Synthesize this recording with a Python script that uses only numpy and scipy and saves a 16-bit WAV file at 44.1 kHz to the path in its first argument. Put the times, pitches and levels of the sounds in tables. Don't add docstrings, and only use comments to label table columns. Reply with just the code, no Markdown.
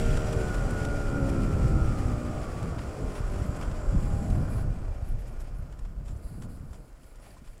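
import sys
import numpy as np
from scipy import signal
from scipy.fft import rfft, irfft
from scipy.io import wavfile
from scipy.ndimage import uniform_filter1d

SR = 44100
rng = np.random.default_rng(int(sys.argv[2]) if len(sys.argv) > 2 else 0)


def wav_out(sig):
    wavfile.write(sys.argv[1], SR, np.round(np.clip(np.atleast_2d(sig).T, -1, 1) * 32767).astype(np.int16))


def attenuation_scalar(level_db):
    decades = np.asarray(level_db, float) / 20
    return 10 ** decades


N = 335160
T = np.arange(N) / SR

# t/s, f/Hz
REVS = [(0.0, 78.0), (0.15, 77.8), (0.3, 76.5), (0.6, 71.5), (0.78, 72.0), (1.05, 70.6), (1.15, 70.2),
        (1.375, 67.3), (1.5, 67.1), (1.875, 63.4), (2.375, 59.6), (2.75, 55.6), (3.0, 52.5), (3.5, 47.2),
        (4.0, 41.2), (4.2, 39.9), (4.5, 39.2)]
# t/s, roar level/dB, tyre hiss level/dB
BIKE = [(0.0, -35, -46), (0.27, -35, -49), (0.61, -35, -51), (1.97, -37.5, -53), (2.5, -40, -54.5),
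        (3.3, -41, -55), (4.15, -42.5, -57), (4.4, -41, -58), (4.7, -44, -60), (5.02, -46, -64),
        (5.3, -46, -62.5), (5.95, -51, -70), (6.3, -49, -68.5), (7.0, -54.5, -70.5), (7.28, -52.5, -64.5),
        (7.4, -55.5, -69), (7.6, -56, -67)]


def curves(table):
    s, *columns = np.transpose(table)
    return [np.interp(T, s, c) for c in columns]


def on_log(points, f):
    hz, db = np.transpose(points)
    return np.interp(np.log(f), np.log(hz), db, left=-90)


def noise():
    return rng.standard_normal(N)


def colour(x, points):
    f = np.arange(N // 2 + 1) * SR / N + 1e-3
    y = irfft(rfft(x) * attenuation_scalar(on_log(points, f)), N)
    return y / np.std(y)


def band(low_hz, high_hz):
    sos = signal.butter(2, [low_hz, high_hz], "bandpass", fs=SR, output="sos")
    y = signal.sosfilt(sos, noise())
    return y / np.std(y)


def walk(rate):
    k = int(SR / rate)
    held = np.repeat(rng.standard_normal(N // k + 1), k)
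    return 1.3 * uniform_filter1d(uniform_filter1d(held, k), k)[:N]


def bursts(rows):
    bite_s, ease_s = 0.023, 0.027
    gain = 0
    for s, length, db in rows:
        corners = np.cumsum([s - bite_s, bite_s, length, ease_s])
        gain = gain + attenuation_scalar(db) * np.interp(T, corners, [0, 1, 1, 0])
    return gain


def bike():
    hz, free = crank()
    turns = np.cumsum(hz) / SR
    roar_db, hiss_db = curves(BIKE)
    rise = np.clip(hz - REVS[-1][1], 0, None)
    puff = 0.64 + 0.29 * np.exp(-(turns % 1) / 0.21)
    knock_db = -6.5 + 3.5 * free + 0.0307 * rise
    knock = 1.14 * attenuation_scalar(knock_db) * (0.41 + 0.44 * free) * orders(hz, turns)
    ring = engine_ring(puff, free, rise)
    block = attenuation_scalar(roar_db) * (knock + roar(puff, free) + ring)
    casing = covers(gear_whine(turns, free) + attenuation_scalar(roar_db - 14.5) * ring)
    return block + casing + tyre_hiss(puff, hiss_db) + fins(hiss_db)


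def crank():
    clutch_s, idle_hz, settle_s = 4.5, 26, .4
    # t/s, dip to surge/s, swing f/Hz
    snatches = [(.14, .05, 1.3), (.3, .07, 1.2), (.55, .04, .9), (.685, .07, 2), (1.13, .06, 1.2),
                (1.275, .05, .9), (1.43, .12, .9), (2.03, .07, 1.3), (2.25, .2, 1.1), (2.57, .18, 1.7),
                (2.78, .08, .8), (2.97, .2, 1.2)]
    free = np.exp(-np.clip(T - clutch_s, 0, None) / settle_s)
    swing = 0
    for s, span, hz in snatches:
        u = (T - s) / span
        swing = swing + hz * 2 * u * np.exp(.5 - 2 * u ** 2)
    return idle_hz + (curves(REVS)[0] + swing - idle_hz) * free, free


def orders(hz, turns):
    # f/Hz, level/dB over the roar
    frame = [(120, -11.5), (240, -4.5), (295, -4.5), (350, -9), (410, -12), (480, -11), (580, -12),
             (660, -15), (790, -12), (880, -31), (1050, -28.5), (1230, -17.5), (1420, -15.5), (1600, -50)]
    # f/Hz, width/Hz, lift level/dB
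    sharp = [(380, 42, 2), (617, 34, 3.5), (804, 34, 1)]
    # from t/s, to t/s, crank order
    standouts = [(0, .5, 5), (0, .45, 8), (0, .3, 18), (.1, .5, 19), (0, .5, 6), (.5, .8, 8), (1.2, 1.6, 5),
                 (1.2, 1.6, 8), (2.05, 2.45, 4), (2.1, 2.45, 10), (.42, .62, 17), (.6, 1.7, 6), (.8, 1.2, 8),
                 (.8, 1.05, 9), (1.2, 1.6, 21), (2.3, 2.55, 21), (1.75, 2.0, 22), (2.4, 2.55, 19),
                 (3.75, 4.05, 14), (1.8, 2.0, 19), (4.1, 4.4, 16), (1.15, 1.65, 4), (1.65, 1.95, 21),
                 (1.75, 2.5, 5), (1.8, 2.15, 9), (1.85, 2.2, 13), (2.3, 2.5, 11), (2.85, 3.75, 12),
                 (3, 3.45, 8), (3.45, 4.2, 13), (4.05, 4.4, 20), (4.1, 4.45, 18), (4.5, 4.75, 17),
                 (5, 5.25, 18)]
    standout_db, tremble_db, tremble_rad = 7, 1.3, .3
    coarse = 10
    t, hz, turns = T[::coarse], hz[::coarse], turns[::coarse]
    out = 0
    for k in range(2, 28):
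        gates = [np.clip(np.minimum(t - a + .05, b - t) / .08, 0, 1) for a, b, order in standouts if order == k]
        lift = standout_db * sum(gates)
        for mode_hz, width, mode_db in sharp:
            lift = lift + mode_db * np.exp(-((k * hz - mode_hz) / width) ** 2)
        fade, drift = (np.interp(t, np.arange(64) / 8, rng.standard_normal(64)) for _ in range(2))
        shiver, slip = (np.interp(t, np.arange(256) / 32, rng.standard_normal(256)) for _ in range(2))
        db = on_log(frame, k * hz) - .5 + lift + 2.2 * fade + tremble_db * shiver
        phase = 2 * np.pi * k * turns + k ** 2 + (.7 + .06 * k) * drift + tremble_rad * slip
        out = out + attenuation_scalar(db) * np.sin(phase)
    return signal.resample_poly(out, coarse, 1)[:N]


def roar(puff, free):
    # f/Hz, level/dB per Hz
    roar_spectrum = [(120, -6), (200, -6), (290, -1), (323, -2.5), (400, -2.5), (465, -1.5), (613, -2.5),
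                     (900, -11), (1170, -40), (1980, -120)]
    idle_thin, idle_cut_hz = .4, 520
    out = attenuation_scalar(-5.5 + 1.5 * walk(12)) * colour(puff * noise(), roar_spectrum)
    low = signal.sosfiltfilt(signal.butter(2, idle_cut_hz, fs=SR, output="sos"), out)
    return out - idle_thin * (1 - free) * low


def engine_ring(puff, free, rise):
    # f/Hz, level/dB per Hz
    ring_spectrum = [(530, -34), (900, -4.5), (1020, 1), (1110, -2), (1320, -1), (1420, -1), (1540, -4.5),
                     (1800, -11.5), (2340, -56), (3960, -120)]
    lull_s, lull_span_s, lull_db = 4.41, 0.38, -0.5
    ring_db = -18 + 5 * free - 0.1267 * rise
    ring_db = ring_db + lull_db * np.exp(-((T - lull_s) / lull_span_s) ** 2)
    return attenuation_scalar(ring_db + 1.5 * walk(11)) * colour(puff * noise(), ring_spectrum)


def gear_whine(turns, free):
    # t/s, level/dB
    mesh = [(0.0, -54), (0.35, -55), (0.46, -47), (0.7, -49.5), (1.15, -46.5), (1.35, -46.5), (1.6, -51),
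            (1.95, -50.5), (2.4, -50), (2.7, -54.5), (3.1, -55.5), (3.4, -59), (4.5, -51)]
    mesh_order = 20
    wobble = .5 * np.sin(2 * np.pi * turns) + .3 * np.sin(np.pi * turns) + 1.2 * walk(6)
    level = attenuation_scalar(curves(mesh)[0] - 7.5 + 1.0 * walk(8.1)) * free ** 4
    return level * np.sin(2 * np.pi * mesh_order * turns + wobble)


def covers(x):
    # f/Hz, width/Hz, gain
    modes = [(1435, 75, 5.0), (1240, 50, 2.5), (1150, 40, 2.5), (1045, 45, 2.5)]
    out = x
    for hz, width, gain in modes:
        out = out + gain * signal.lfilter(*signal.iirpeak(hz, hz / width, fs=SR), x)
    return out


def tyre_hiss(puff, hiss_db):
    # f/Hz, level/dB per Hz
    hiss_spectrum = [(1060, -15), (1800, 1.5), (2470, -1.5), (2650, -3), (3410, -7), (3700, -11),
                     (5070, -6.5), (5700, -9), (6180, -10.5), (7330, -8.5), (10200, -13), (11900, -21),
                     (14800, -25), (15500, -25)]
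    return attenuation_scalar(hiss_db + 0.05 * walk(21.0) + 1.2 * walk(40)) * colour(puff * noise(), hiss_spectrum)


def fins(hiss_db):
    # f/Hz, width/Hz, level/dB over hiss, glide per s
    metal = [(2430, 110, -13, -.004), (4800, 200, -17, 0), (5800, 200, -16, -.012), (6700, 120, -20, 0),
             (7900, 120, -19, -.003), (9080, 150, -21, 0)]
    # t/s, level/dB
    loudest = [(0.0, -52.5), (0.44, -56), (0.49, -59), (2.82, -65.5), (4.25, -58.5), (4.9, -87), (7.6, -76)]
    # t/s, length/s, level/dB
    struck = [(5.72, .02, -68), (6.08, 0.033, -63), (6.41, .03, -71), (6.72, .04, -72)]
    out = (attenuation_scalar(curves(loudest)[0]) + bursts(struck)) * attenuation_scalar(-3.0 + 1.6 * walk(30)) * band(6980, 7860)
    for hz, width, db, glide in metal:
        stir = uniform_filter1d(noise(), size=int(SR / width))
        swell = 3.0 * walk(3)
        tone = np.sin(2 * np.pi * hz * (T + glide * T ** 2 / 2))
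        out += attenuation_scalar(hiss_db + db + swell) * stir / np.std(stir) * tone
    return out


def rasp():
    fade_s, decay_turns = 0.32, 0.3
    turns = np.cumsum(crank()[0]) / SR
    return attenuation_scalar(-45) * np.exp(-(T / fade_s) ** 2 - (turns % 1) / decay_turns) * band(2560, 3300)


def wind():
    # t/s, level/dB, air speed past the housing 0-1
    air = [(0.0, -24.5, 1), (0.25, -26.5, 0.47), (1.05, -27.5, 0.73), (1.7, -21.5, 0.88),
           (2.05, -24.5, 0.61), (2.33, -33, 0.86), (2.9, -32, 0.69), (3.3, -29.5, 0.3), (3.6, -26, 0.59),
           (3.83, -33, 0.23), (3.95, -22, 0.5), (4.75, -30, 0.61), (5.05, -34, 0.23), (5.3, -35.5, 0.05),
           (6.05, -39.5, 0.24), (6.45, -35.5, 0.92), (6.7, -40, 0.65), (6.92, -47, 0.22)]
    # t/s, slow swing level/dB, flutter level/dB
    gusts = [(.1, 5, 6.5), (.45, 0, 1), (.72, -2.5, 3.5), (1.04, 2.5, -9), (1.13, -3, 5), (1.78, 1.5, -1),
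             (1.84, 0.5, -2), (1.92, -1.5, 1), (2.64, -2, 3), (2.92, 0, -17), (3.02, -5.5, 6),
             (3.07, 9.5, 3.5), (3.13, -8.5, -3), (3.22, 1, -7), (3.49, -6, -0.5), (3.58, -6, -1),
             (3.89, 11, -6.5), (3.94, -12, 4), (4.03, -2.5, 0), (4.38, -2, 9), (4.68, 5.5, 8.5),
             (4.72, 1, -7.5), (4.78, -2.5, 4.5), (4.9, 4.5, -16), (5.12, 10.5, 8), (5.54, 3.5, 0.5),
             (5.84, 11, 4.5), (5.91, -6, 3), (5.65, 2, 4), (6.0, 3.5, 5), (6.1, 5, 4.5), (6.3, -5, 1),
             (6.93, -1.5, -10), (7.1, -3, -4), (7.19, 2, -1.5), (7.49, 6, 3)]
    # f/Hz, level/dB per Hz
    fast_spectrum = [(7.1, 20), (12, 4.5), (50, -0.5), (120, -4), (160, -23.5), (260, -120)]
    slow_spectrum = [(7.1, -28), (12, -9), (22, -1), (38, 1), (52, -3), (76, -15), (120, -21), (160, -81),
                     (260, -120)]
    flutter_spectrum = [(47, -39), (80, -3), (145, -3), (215, -9), (269, -12.5), (442, -29), (500, -24),
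                        (650, -47), (1100, -120)]
    gust_s = 0.051
    slow_flutter_hz, slow_dull = 173, 0.52
    wind_db, pace = curves(air)
    pace = np.clip(pace, 0, 1)
    s, *lifts = np.transpose(gusts)
    coarse = T[::64]
    bumps = np.exp(-((coarse[:, None] - s) / gust_s) ** 2)
    swing_db, flap_db = (np.interp(T, coarse, bumps @ db) for db in lifts)
    flutter_db = wind_db - 12.5 + 9 * pace + flap_db
    fast = np.sqrt(pace) * colour(noise(), fast_spectrum)
    slow = np.sqrt(1 - pace) * colour(noise(), slow_spectrum)
    buffet = fast + slow
    suction = 0.04 * (buffet ** 2 - uniform_filter1d(buffet ** 2, size=4096))
    eddies = 1.5 * walk(35)
    flutter = colour(noise(), flutter_spectrum)
    sos = signal.butter(2, slow_flutter_hz, "highpass", fs=SR, output="sos")
    flutter = flutter - slow_dull * (1 - pace) * signal.sosfiltfilt(sos, flutter)
    pulses, churn = slaps()
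    swings = churn * attenuation_scalar(wind_db + swing_db) * (buffet - suction)
    return pulses + swings + np.sqrt(churn) * attenuation_scalar(flutter_db + eddies) * flutter


def slaps():
    # t/s, peak level/dB, half-height width/s
    torn = [(0.063, -17, 0.0082), (0.11, -16.0, 0.0056), (0.369, -15.5, 0.0042), (0.819, -17.5, 0.0038),
            (1.228, -16, 0.0041), (1.633, -13.5, 0.006), (1.738, -14.5, 0.0065), (1.821, -12.5, 0.0058),
            (2.059, -14.5, 0.0054), (2.38, -21.5, 0.0032), (2.53, -27.0, 0.0074), (2.725, -22, 0.0041),
            (2.8, -23.5, 0.0049), (2.885, -25, 0.0054), (3.071, -28, 0.0079), (3.208, -20, 0.0041),
            (3.368, -22, 0.0068), (3.42, -18, 0.0046), (3.494, -16.5, 0.0046), (3.682, -20, 0.0076),
            (3.898, -17, 0.0084), (3.969, -12.5, 0.0084), (4.14, -15.5, 0.0047), (4.329, -15, 0.0039),
            (4.574, -19, 0.0041), (4.65, -19, 0.0037), (4.689, -26, 0.0039), (4.911, -22.5, 0.0071),
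            (5.029, -20, 0.005), (5.107, -22, 0.011), (5.388, -25.5, 0.009), (5.595, -25.4, 0.0039),
            (5.627, -26.5, 0.0052), (5.829, -21.5, 0.014), (6.069, -28, 0.0069), (6.134, -26, 0.0042),
            (6.164, -26.5, 0.0053), (6.257, -25, 0.0083), (6.609, -28.5, 0.0034), (6.712, -31, 0.006),
            (7.486, -30.5, 0.014), (7.572, -40, 0.01)]
    calm, span = 0.77, 2.14
    pulses = attenuation_scalar(-17) * np.exp(-T / 0.0026)
    churn = np.ones(N)
    for s, db, width in torn:
        near = slice(int(s * SR) - 2048, int(s * SR) + 2048)
        u = ((T[near] - s) / width) ** 2
        pulses[near] -= attenuation_scalar(db) * (1 - 1.86 * u) * np.exp(-1.3 * u)
        churn[near] *= 1 - calm * np.exp(-u / span ** 2)
    return pulses, churn


def rattles():
    # t/s, dull level/dB, bright level/dB
    bumps = [(0.17, -31, -42), (0.326, -30.5, -39), (0.5415, -31, -41), (0.704, -42, -42),
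             (0.848, -31, -44), (1.29, -35, -42), (1.6794, -51, -45), (2.627, -39, -47),
             (2.784, -34.5, -58), (3.383, -37.5, -50), (3.5594, -44, -47), (3.713, -38, -53),
             (4.3, -45, -45), (4.704, -49, -63), (5.02, -50, -57), (5.2739, -52, -54), (5.721, -45, -57),
             (5.789, -47, -51), (5.851, -42, -59), (6.1644, -63, -54), (7.0314, -52, -56),
             (7.1574, -58, -70), (7.443, -52, -66)]
    # t/s, dull level/dB, bright level/dB, length/s
    scrapes = [(3.151, -38, -56, 0.041), (3.611, -34, -49, 0.038), (5.401, -50, -51, 0.024),
               (6.051, -51, -56, 0.024), (6.0781, -49, -57, 0.054), (6.416, -46, -54, 0.039),
               (6.708, -61, -63, 0.029), (6.731, -51, -55.5, 0.033), (7.24, -51, -65, 0.071),
               (7.369, -52, -56, 0.026), (7.459, -49, -59, 0.04)]
    # t/s, peak level/dB, f/Hz
    shell = [(4.431, -43, 720), (5.856, -51, 708), (7.034, -52, 537), (7.267, -49, 805), (7.284, -51, 643),
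             (7.368, -50.5, 1030), (7.418, -43.5, 226)]
    # f/Hz, level/dB per Hz
    kit_spectrum = [(350, -29), (600, -6), (978, 4.5), (1140, 2.5), (2010, -6), (2640, -6.5), (3050, -7.5),
                    (3500, -9), (4030, -15.5), (5400, -12), (6300, -14), (7100, -9), (8300, -9),
                    (9300, -13.5), (11000, -17), (15000, -32)]
    tick_s = 0.013
    dull, bright, knocks = np.zeros((3, N))
    for s, dull_db, bright_db, length in [(*row, tick_s) for row in bumps] + scrapes:
        i = int(s * SR)
        age = T[:min(4096, N - i)]
        shape = np.minimum(age / .0015, 1) * np.exp(-(age / max(length, .002)) ** 3)
        dull[i:i + len(age)] += attenuation_scalar(dull_db - 11.0) * shape
        bright[i:i + len(age)] += attenuation_scalar(bright_db - 9.0) * shape
    age = T[:2048]
    for s, db, hz in shell:
        i = int(s * SR)
        knocks[i:i + 2048] += attenuation_scalar(db) * np.exp(-age / 0.0082) * np.sin(2 * np.pi * hz * age)
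    kit = attenuation_scalar(3.2 * walk(400)) * colour(noise(), kit_spectrum)
    low = signal.sosfilt(signal.butter(4, 4800, "lowpass", fs=SR, output="sos"), kit)
    high = signal.sosfilt(signal.butter(4, 4800, "highpass", fs=SR, output="sos"), kit)
    return dull * low + bright * high / np.std(high) + knocks


def brake_pads():
    # t/s, length/s, level/dB
    bites = [(0, 0.0067, -59), (.53, .03, -62), (1.28, 0.028, -60), (3.155, 0.021, -56), (4.0, 0.44, -61),
             (4.5, .12, -54.5), (5.05, .07, -64), (5.19, .03, -74), (5.4, .05, -75), (5.55, 0.074, -70),
             (6.08, 0.2, -67), (6.24, 0.043, -60), (6.3, 0.15, -60.5), (6.5, 0.051, -59),
             (6.56, 0.33, -67.5), (7.02, .1, -65), (7.23, 0.11, -62.5), (7.46, 0.084, -65)]
    # f/Hz, level/dB per Hz
    pad_spectrum = [(2350, -44), (4000, -7), (4850, -3), (6220, -26), (7400, -4), (8800, -7), (9700, 0.5),
                    (11200, -2), (12300, -12), (15500, -11)]
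    drag_db = -14.5
    contact = attenuation_scalar(curves(BIKE)[1] + drag_db) + bursts(bites)
    return contact * attenuation_scalar(-5.5 + 0.65 * walk(30)) * colour(noise(), pad_spectrum)


def leather():
    # t/s, length/s, from f/Hz, to f/Hz, level/dB
    chirps = [(3.29, 0.065, 11700, 10300, -66), (3.37, .04, 10500, 11300, -60),
              (5.547, .06, 10000, 11000, -70), (6.972, .015, 9700, 11180, -70),
              (7.057, .022, 12400, 13900, -68), (7.065, .045, 10000, 9850, -67),
              (7.12, .015, 9800, 9710, -68), (7.138, .008, 12600, 13300, -70),
              (7.155, .025, 9900, 9100, -67), (7.196, .055, 9300, 11000, -64),
              (7.273, .02, 11900, 10400, -64), (7.262, .015, 14200, 13800, -70),
              (7.3, .03, 13600, 12000, -68), (7.31, 0.019, 10800, 9800, -68),
              (7.303, 0.018, 4700, 4500, -60)]
    # t/s, length/s, centre f/Hz, level/dB
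    judders = [(3.252, .04, 10800, -68), (3.3, .05, 11300, -68), (3.425, 0.061, 10900, -63),
               (3.45, .04, 12000, -68), (3.47, .07, 10700, -67), (3.556, .06, 11000, -66),
               (3.57, .03, 12000, -69), (5.05, .08, 10500, -67), (5.07, .04, 11800, -64),
               (5.188, 0.035, 12500, -67), (5.19, .02, 10800, -72), (5.257, 0.095, 10600, -68),
               (5.27, .07, 11400, -84), (5.35, .02, 11200, -79), (5.394, .04, 11300, -68),
               (5.435, .02, 10700, -70), (5.58, .03, 10700, -69)]
    chirp_stutter, judder_stutter = 0.25, 1.3
    rubs = [(*row, chirp_stutter) for row in chirps]
    rubs += [(s, length, hz, hz, db, judder_stutter) for s, length, hz, db in judders]
    out = np.zeros(N)
    slip, grip = walk(500), walk(350)
    for s, length, from_hz, to_hz, db, stutter in rubs:
        i, n = int(s * SR), int(length * SR)
        hz = np.linspace(from_hz, to_hz, n) * (1 + .07 * stutter * slip[i:i + n])
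        level = attenuation_scalar(db - 1.5 + 3.7 * stutter * grip[i:i + n]) * np.hanning(n) ** .3
        out[i:i + n] += level * np.sin(2 * np.pi * np.cumsum(hz) / SR)
    return out


def ticks():
    # t/s, peak level/dB
    clicks = [(3.3403, -50), (3.8431, -52), (3.8671, -49), (3.892, -52), (3.915, -48), (3.9394, -48),
              (4.135, -48), (4.3011, -39), (4.4183, -48), (4.995, -56), (5.2714, -48), (5.3996, -54),
              (5.412, -54), (5.7952, -55), (6.06, -56), (6.083, -53), (6.097, -53), (6.112, -54),
              (6.1644, -55), (6.42, -55), (6.433, -53), (6.448, -54), (6.715, -58), (6.735, -55),
              (6.752, -55), (6.8556, -59), (6.882, -60), (6.892, -56), (6.908, -61), (6.9289, -54),
              (7.1579, -50), (7.2003, -55), (7.228, -58.5), (7.244, -56), (7.3774, -54), (7.4518, -53),
              (7.5794, -49)]
    decay_s = .0015
    gain = np.zeros(N)
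    for s, db in clicks:
        gain[int(s * SR):][:512] += attenuation_scalar(db - 7.0) * np.exp(-T[:512] / decay_s)
    return gain * band(4500, 10000)


def scene():
    return (bike() + wind() + rattles() + brake_pads() + leather() + rasp() + ticks())[None]


def low_pass(x):
    return signal.sosfilt(signal.butter(12, 15630, fs=SR, output="sos"), x)


def record(dry):
    # f/Hz, rms level/dB
    electronics = [(15219, -99), (15278, -90), (15336, -101), (15395, -103)]
    port_hz, hiss_db = 17.4, -74
    whistle = sum(attenuation_scalar(db + 5.0) * np.sin(2 * np.pi * hz * T) for hz, db in electronics)
    dry = signal.sosfilt(signal.butter(2, port_hz, "highpass", fs=SR, output="sos"), dry)
    return low_pass(dry + whistle + attenuation_scalar(hiss_db) * noise())


dry = scene()
out = record(dry)
wav_out(out)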